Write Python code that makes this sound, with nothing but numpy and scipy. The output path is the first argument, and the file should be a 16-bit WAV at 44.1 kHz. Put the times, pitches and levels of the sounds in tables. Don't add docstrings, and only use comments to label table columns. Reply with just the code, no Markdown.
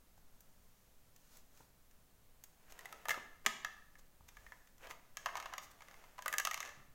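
import sys
import numpy as np
from scipy import signal
from scipy.fft import rfft, irfft
from scipy.io import wavfile
from scipy.ndimage import uniform_filter1d

SR = 44100
rng = np.random.default_rng(int(sys.argv[2]) if len(sys.argv) > 2 else 0)


def master(y):
    cut = np.clip(np.atleast_2d(y).T, -1, 1)
    pcm = np.round(cut * 32767)
    wavfile.write(sys.argv[1], SR, pcm.astype(np.int16))


N = 306054


def amp(db):
    return 10 ** (np.asarray(db) / 20)


def unit(x):
    return x / np.sqrt(np.mean(x ** 2) + 1e-20)


def decay(t, t60_s):
    return np.exp(-np.log(1000) * t / t60_s)


def curve_at(points, hz):
    f, value = np.transpose(points)
    return np.interp(np.log(hz + 1), np.log(f + 1), value)


def add(mix, start_s, sound):
    part = mix[max(round(start_s * SR), 0):][:len(sound)]
    part += sound[:len(part)]


def colour(x, spectrum):
    gain = amp(curve_at(spectrum, np.fft.rfftfreq(len(x), 1 / SR)))
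    return unit(irfft(rfft(x) * gain, len(x)))


def swells(centre_s, width_s, db):
    t = np.arange(0, N, 32) / SR
    shapes = np.exp(-((t - centre_s[:, None]) / width_s[:, None]) ** 2 / 2)
    return np.interp(np.arange(N) / SR, t, amp(db) @ shapes)


def burst(spectrum, t60_s, lo_hz, hi_hz, crack=0., size=4096):
    hz, t = np.fft.rfftfreq(size, 1 / SR), np.arange(size) / SR
    envelope = decay(t, t60_s) + crack * np.exp(-t / 0.0014)
    noise = rfft(rng.standard_normal(size) * envelope)
    noise /= np.sqrt(uniform_filter1d(abs(noise) ** 2, size=130))
    band = 1 / np.sqrt(1 + (lo_hz / (hz + 1)) ** 16 + (hz / hi_hz) ** 16) + 1e-3
    log_gain = np.log(amp(curve_at(spectrum, hz)) * band)
    min_phase = np.exp(signal.hilbert(np.r_[log_gain, log_gain[-2:0:-1]]).conj())[:len(hz)]
    fade = np.clip(2 - 3 * t / t[-1], 0, 1)
    rms = np.sqrt(np.mean(envelope ** 2) / np.mean(envelope[t < .004] ** 2))
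    return unit(irfft(noise * min_phase) * fade) * rms


# (frequency [Hz], relative density [dB])
NOISE_SPECTRUM = [(8, -1), (20, -0.5), (32, -24), (48, -12.5), (62, -16.5), (85, -20), (228, -23),
                  (328, -30.5), (574, -29), (780, -31.5), (1290, -33.5), (2500, -38), (5230, -40),
                  (6360, -38.5), (9950, -40.5), (12800, -38), (16000, -38)]
# (centre [s], half width [s], level [dB])
RUMBLE_SWELLS = [(4.397, 0.12, -62.5), (4.887, 0.053, -63.5)]

def background(floor_db=-63.5):
    rumble = colour(rng.standard_normal(N), [(8, -18.0), (25, 2.5), (55, -10), (110, -25.5), (400, -58.5)])
    steady = amp(floor_db) * colour(rng.standard_normal(N), NOISE_SPECTRUM)
    return steady + swells(*np.transpose(RUMBLE_SWELLS)) * rumble


# (frequency [Hz], t60 [s])
ECHO_DECAY = [(150, 1), (500, 0.53), (1200, 0.69), (2000, 0.61), (4000, 0.63), (6500, 0.55), (10000, 0.4),
              (16000, 0.25)]
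# (frequency [Hz], gain [dB])
ECHO_SPECTRUM = [(150, -3), (500, -3.5), (1200, -8), (2000, -9), (4000, -8.5), (6500, -9), (10000, -10),
                 (16000, -9)]

def reflections(build_up_s=0.0019):
    hz, t, bands = signal.stft(rng.choice([-1., 1.], SR), SR, nperseg=256)
    t60_s = curve_at(ECHO_DECAY, hz)[:, None]
    gain = amp(curve_at(ECHO_SPECTRUM, hz))[:, None]
    unit_energy = np.sqrt(2 * np.log(1000) / t60_s / SR)
    tail = signal.istft(bands * decay(t, t60_s) * unit_energy * gain, SR, nperseg=256)[1]
    return tail * (1 - np.exp(-np.arange(len(tail)) / SR / build_up_s))


# (time [s], gain [dB])
ROOM_SEND = [(2.8, 0.5), (3.1, 0), (5.3, 1.5), (6.45, -2), (6.7, 4.5)]

def room(direct, drift_hz=1.3):
    t = np.arange(N) / SR
    sent = direct * amp(np.interp(t, *np.transpose(ROOM_SEND)))
    phase = 2 * np.pi * drift_hz * t
    return sum(signal.fftconvolve(sent * pan, reflections())[:N] for pan in (np.cos(phase), np.sin(phase)))


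# (time [s], push level [dB], pitch [Hz], slap level [dB])
FLOOR_BUMPS = [(.178, -49, 1020, -69), (1.604, -55, 170, -58.5), (2.942, -48, 480, -74),
               (3.175, -51, 202, -45), (3.466, -39.5, 225, -42), (4.207, -51, 78, -62.5),
               (6.774, -51, 135, -74)]
SLAP_SPECTRUM, SLAP_T60_S = [(200, -5), (370, 4), (600, 0), (1000, 4.5), (1400, -1)], 0.021

def bumps(t60_cycles=6.5, rise_s=0.00093):
    out, t = np.zeros(N), np.arange(SR // 4) / SR
    for start_s, push_db, hz, slap_db in FLOOR_BUMPS:
        push = np.sin(2 * np.pi * hz * t) * decay(t, t60_cycles / hz)
        add(out, start_s, amp(push_db) * push * (1 - np.exp(-t / rise_s)))
        add(out, start_s, amp(slap_db) * burst(SLAP_SPECTRUM, SLAP_T60_S, lo_hz=200, hi_hz=1400))
    return out


# (centre [s], half width [s], relative scrape level [dB], relative hiss level [dB])
RUB_STROKES = [(0.676, 0.33, -88, -72), (1.26, 0.061, -90, -67.5), (1.36, 0.033, -72, -58),
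               (1.592, 0.05, -72.5, -62), (2.709, 0.01, -74, -58), (2.89, 0.17, -60, -63),
               (3.11, 0.012, -50, -39), (3.169, 0.03, -55, -72), (3.452, 0.0043, -50.5, -58),
               (3.993, 0.007, -69, -57), (4.287, 0.0028, -72, -51.5), (4.457, 0.13, -69, -65),
               (4.846, 0.025, -52.5, -58.5), (4.909, 0.01, -46.5, -48), (5.413, 0.13, -55.5, -65),
               (5.638, 0.013, -77, -50), (5.715, 0.004, -67, -53), (5.97, 0.16, -62, -64),
               (6.32, 0.061, -57, -57), (6.657, 0.057, -56, -72)]
# (frequency [Hz], gain [dB])
SCRAPE_SPECTRUM = [(100, -30.5), (200, -24.5), (320, -10), (600, -0.5), (1200, -5.5), (1450, -3.5),
                   (1780, -3.5), (2200, -8), (2600, -7.5), (4500, -22.5), (9000, -35.5)]
# (frequency [Hz], gain [dB])
HISS_SPECTRUM = [(1500, -4.5), (3000, -7), (5000, -4.5), (6600, -0.5), (9000, -9.5), (13000, -6.5),
                 (16000, -8)]

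def rubs(slips_per_s=1700, spread_db=0.5):
    centre_s, width_s, scrape_db, hiss_db = np.transpose(RUB_STROKES)
    sizes = amp(spread_db * np.minimum(rng.exponential(1, N), 4)) * rng.standard_normal(N)
    slips = sizes * (rng.random(N) < slips_per_s / SR)
    scrape = swells(centre_s, width_s, scrape_db) * colour(slips, SCRAPE_SPECTRUM)
    hiss = swells(centre_s, width_s, hiss_db) * colour(rng.standard_normal(N), HISS_SPECTRUM)
    return amp(-5.0) * scrape + amp(-8.0) * hiss


# (time [s], strength [dB], sharpness [dB])
NAIL_PICKS = [(0.177, -65.5, -3), (.406, -57.5, 4.5), (1.162, -56.5, -0.5), (1.37, -55.5, 2),
              (1.574, -60.5, -4), (1.911, -63.5, -3), (2.438, -47, 1), (4.288, -51.5, -6),
              (4.673, -61, -7.5), (4.781, -61, -3)]
# (frequency [Hz], gain [dB])
FINGER_SPECTRUM = [(300, -28), (900, 1.5), (1700, 5.5), (3000, 4), (5000, 7)]
# (frequency [Hz], gain [dB])
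NAIL_SPECTRUM = [(3000, -14), (5200, -5), (6500, 3), (7900, -3.5), (9500, -16), (12500, -4), (16000, -13)]
PICK_EDGES_HZ = [200, 3500, 9000, 17000]

def nail_picks(t60_s=0.026, dull_db=-12.5, tick_db=-7.5, top_db=-7.5):
    out = np.zeros(N)
    spectra = (FINGER_SPECTRUM, NAIL_SPECTRUM, NAIL_SPECTRUM)
    for start_s, strength_db, sharp_db in NAIL_PICKS:
        bands_db = (dull_db - sharp_db, tick_db, top_db + sharp_db)
        for db, spectrum, lo, hi in zip(bands_db, spectra, PICK_EDGES_HZ, PICK_EDGES_HZ[1:]):
            add(out, start_s, amp(strength_db + db) * burst(spectrum, t60_s, lo, hi))
    return out


# (gain [dB], t60 [s], crack [ratio], hardness span [oct])
CLATTER_BANDS = [(-6, 0.042, 0.1, 0), (-9.5, 0.038, 0.71, 0.5), (-1.5, 0.035, 1.2, 1.9),
                 (-4.5, 0.02, 1.3, 3), (-8.5, 0.015, 3.4, 2.5)]
CLATTER_EDGES_HZ = [100, 1500, 2600, 5500, 8000, 20000]
# (frequency [Hz], gain [dB])
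CASE_SPECTRUM = [(110, -15.5), (200, -21.5), (310, -26.5), (620, 1.5), (900, 0), (1220, 2), (1430, -3),
                 (1740, 12.5), (2100, 13), (2450, 0), (3300, -5), (4200, -10), (5300, -8.5), (6450, -0.5),
                 (7600, -9), (9500, -15.5), (12300, -10.5), (16000, -17.5)]
# (gain [dB], t60 [s])
SPOT_MODES = [(5.5, 0.027), (2.5, 0.033)]
# (frequency [Hz], gain [dB], t60 [s])
CASE_MODES = [(1100, -35.5, 0.062), (1265, -14.5, 0.097), (1238, 3.5, 0.094), (1320, -28.5, 0.22),
              (1750, -11, 0.3), (1787, -18.5, 0.38), (1843, -19.5, 0.18), (1950, -26, 0.19),
              (2097, -8.5, 0.099), (2664, -1, 0.077), (3250, -11, .08), (6700, -2, .04), (7040, -18, 0.061)]

def knock(strength_db, hardness_db_oct, ring_db, body_hz, ring_hz, tick_db=0):
    t = np.arange(SR // 2) / SR
    out = np.zeros(len(t))
    onset = 1 - np.exp(-t / 0.00047)
    span_oct = np.transpose(CLATTER_BANDS)[3]
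    drives = amp(strength_db + hardness_db_oct * span_oct) * amp([0, ring_db, 0, 0, tick_db])
    bands = zip(drives, CLATTER_BANDS, CLATTER_EDGES_HZ, CLATTER_EDGES_HZ[1:])
    for drive, (db, t60_s, crack, _), lo, hi in bands:
        add(out, 0, drive * amp(db) * burst(CASE_SPECTRUM, t60_s, lo, hi, crack))
    for drive, (db, t60_s), hz in zip(drives, SPOT_MODES, (body_hz, ring_hz)):
        out += drive * amp(db) * onset * np.sin(2 * np.pi * hz * t) * decay(t, t60_s)
    mode_gain = amp(-9 + 0.21 * (strength_db + ring_db + 32))
    for hz, db, t60_s in CASE_MODES:
        drive = mode_gain * drives[np.searchsorted(CLATTER_EDGES_HZ, hz) - 1]
        tone = np.cos(2 * np.pi * (hz * t + rng.random()))
        out += drive * amp(db) * onset * tone * decay(t, t60_s)
    return out


# (start [s], end [s], strength [dB], hardness [dB/oct])
RATTLE_BOUTS = [(2.801, 2.901, -61, 0), (5.819, 5.973, -56.5, -1), (6.637, 6.709, -53.5, 0.9)]

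def tool_rattles(count=4, fade_db=-6.5, spread_db=0.5, ring_db=4, body_hz=1160, ring_hz=1880):
    out = np.zeros(N)
    for start_s, end_s, db, hardness in RATTLE_BOUTS:
        for k, (late, softer, *detune) in enumerate(rng.uniform(-1.1, 1, (count, 4))):
            progress = (k + .5 + 0.48 * late) / count
            strength_db = db + fade_db * progress - spread_db * softer
            pitches_hz = np.array([body_hz, ring_hz]) * 2 ** (.2 * np.array(detune))
            time_s = start_s + (end_s - start_s) * progress
            add(out, time_s, knock(strength_db, hardness, ring_db, *pitches_hz))
    return out


# (time [s], strength [dB], hardness [dB/oct], extra tool ring [dB], body [Hz], ring [Hz])
CASE_BLOWS = [(2.7221, -57, 0, -5, 650, 2430), (2.791, -59.5, 2, 9.5, 1037, 1900),
              (2.8559, -53.5, -.5, 8.5, 780, 1990), (2.926, -44.5, -3.5, -5, 1296, 1620),
              (3.055, -41, -5.5, 3.5, 1242, 1730), (3.0846, -36, -2.5, -6, 920, 2050),
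              (3.0931, -42, 1.5, 11, 694, 1740), (3.1066, -36, -1, 7.5, 1227, 2083),
              (3.1134, -41.5, -1.5, 11, 1290, 1683), (3.1419, -41, -4, -4, 1310, 1640),
              (3.4622, -31, 1.2, 4.5, 1140, 2006), (3.4661, -36, 1.5, -3, 1240, 1700),
              (3.6475, -39, -0.5, 8, 1296, 1698), (3.954, -65, -2.5, 13, 1290, 1713),
              (4.369, -58.5, -1, 10, 1215, 1710), (4.4646, -63, -1, 15, 1170, 1795),
              (4.5209, -54.5, -3.5, 10.5, 997, 1745), (4.8706, -49.5, -2.5, -8, 606, 1640),
              (4.9093, -48.5, -1.4, 2, 1220, 2100), (5.1703, -48.5, 2.5, 7, 1206, 1687),
              (5.2593, -33.5, -3, 0, 1100, 1600), (5.2679, -40, -6, -14, 940, 1650),
              (5.2865, -53, -2.5, 15, 1180, 1590), (5.3543, -38.5, -4.5, -0.5, 1010, 2210),
              (5.3695, -47.5, 0.5, -17, 1060, 2000), (5.3737, -39.5, -4, -2.5, 986, 1640),
              (5.4001, -44.5, -1.5, -7.5, 1260, 2200), (5.4257, -50, -1.5, 1, 1040, 2140),
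              (5.4578, -40, -4.3, -14, 1080, 1580), (5.527, -45.5, -7.5, -12, 1010, 2080),
              (5.5369, -42, -2.5, -1.5, 1240, 1640), (5.5808, -43.5, 0.3, 0, 1140, 1760),
              (5.8064, -56, -3, 3.5, 910, 2240), (6.04, -58, -3.5, 2, 990, 2110),
              (6.1808, -48, -4.5, -5, 1026, 1970), (6.1898, -44, -5, -17, 1020, 1690),
              (6.2223, -58.5, 2.8, 8, 939, 1640), (6.2598, -37, -4, 6, 1190, 1465),
              (6.2802, -40.5, -0.8, 5.5, 1144, 1960), (6.3274, -41, -1, 2, 1240, 1740),
              (6.3381, -40.5, -1.5, 9.5, 1230, 1640), (6.383, -45.5, 5.5, 9, 1180, 1700),
              (6.3948, -45.5, -10, 10, 1166, 1820), (6.3991, -41, 1, 7.5, 1200, 1630),
              (6.4508, -38, 2, 1.5, 1140, 1953), (6.4717, -34.5, -1.5, -2, 1264, 1610),
              (6.5118, -44.5, 1.5, 8.5, 1260, 1910), (6.5339, -50, 0.5, 8, 1270, 2240),
              (6.543, -43, 1.9, 3.5, 1197, 2070), (6.575, -44, -1, -2, 1140, 2130),
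              (6.6038, -45.5, 1.7, -2.5, 1170, 2100), (6.628, -57, 2.5, 17.5, 1140, 2000),
              (6.7985, -60, -9, 8.5, 1350, 1790)]
# (time [s], gain [dB])
TICK_TRIM = [(3.08, 8), (3.12, -4), (4.5, 0.5), (5.3, 0), (6.2, 1), (6.28, 12), (6.45, 1.5), (6.6, 1.5)]

def case_knocks():
    out = np.zeros(N)
    for start_s, *blow in CASE_BLOWS:
        tick_db = np.interp(start_s, *np.transpose(TICK_TRIM))
        add(out, start_s, knock(*blow, tick_db))
    return out


def scene():
    direct = case_knocks() + tool_rattles() + nail_picks() + rubs() + bumps()
    return (direct + room(direct) + background())[None]


def record(dry, cutoff_hz=16100):
    lowpass = signal.firwin(255, cutoff_hz, window=("kaiser", 8), fs=SR)
    return signal.oaconvolve(dry, lowpass[None], "same")


dry = scene()
out = record(dry)
master(out)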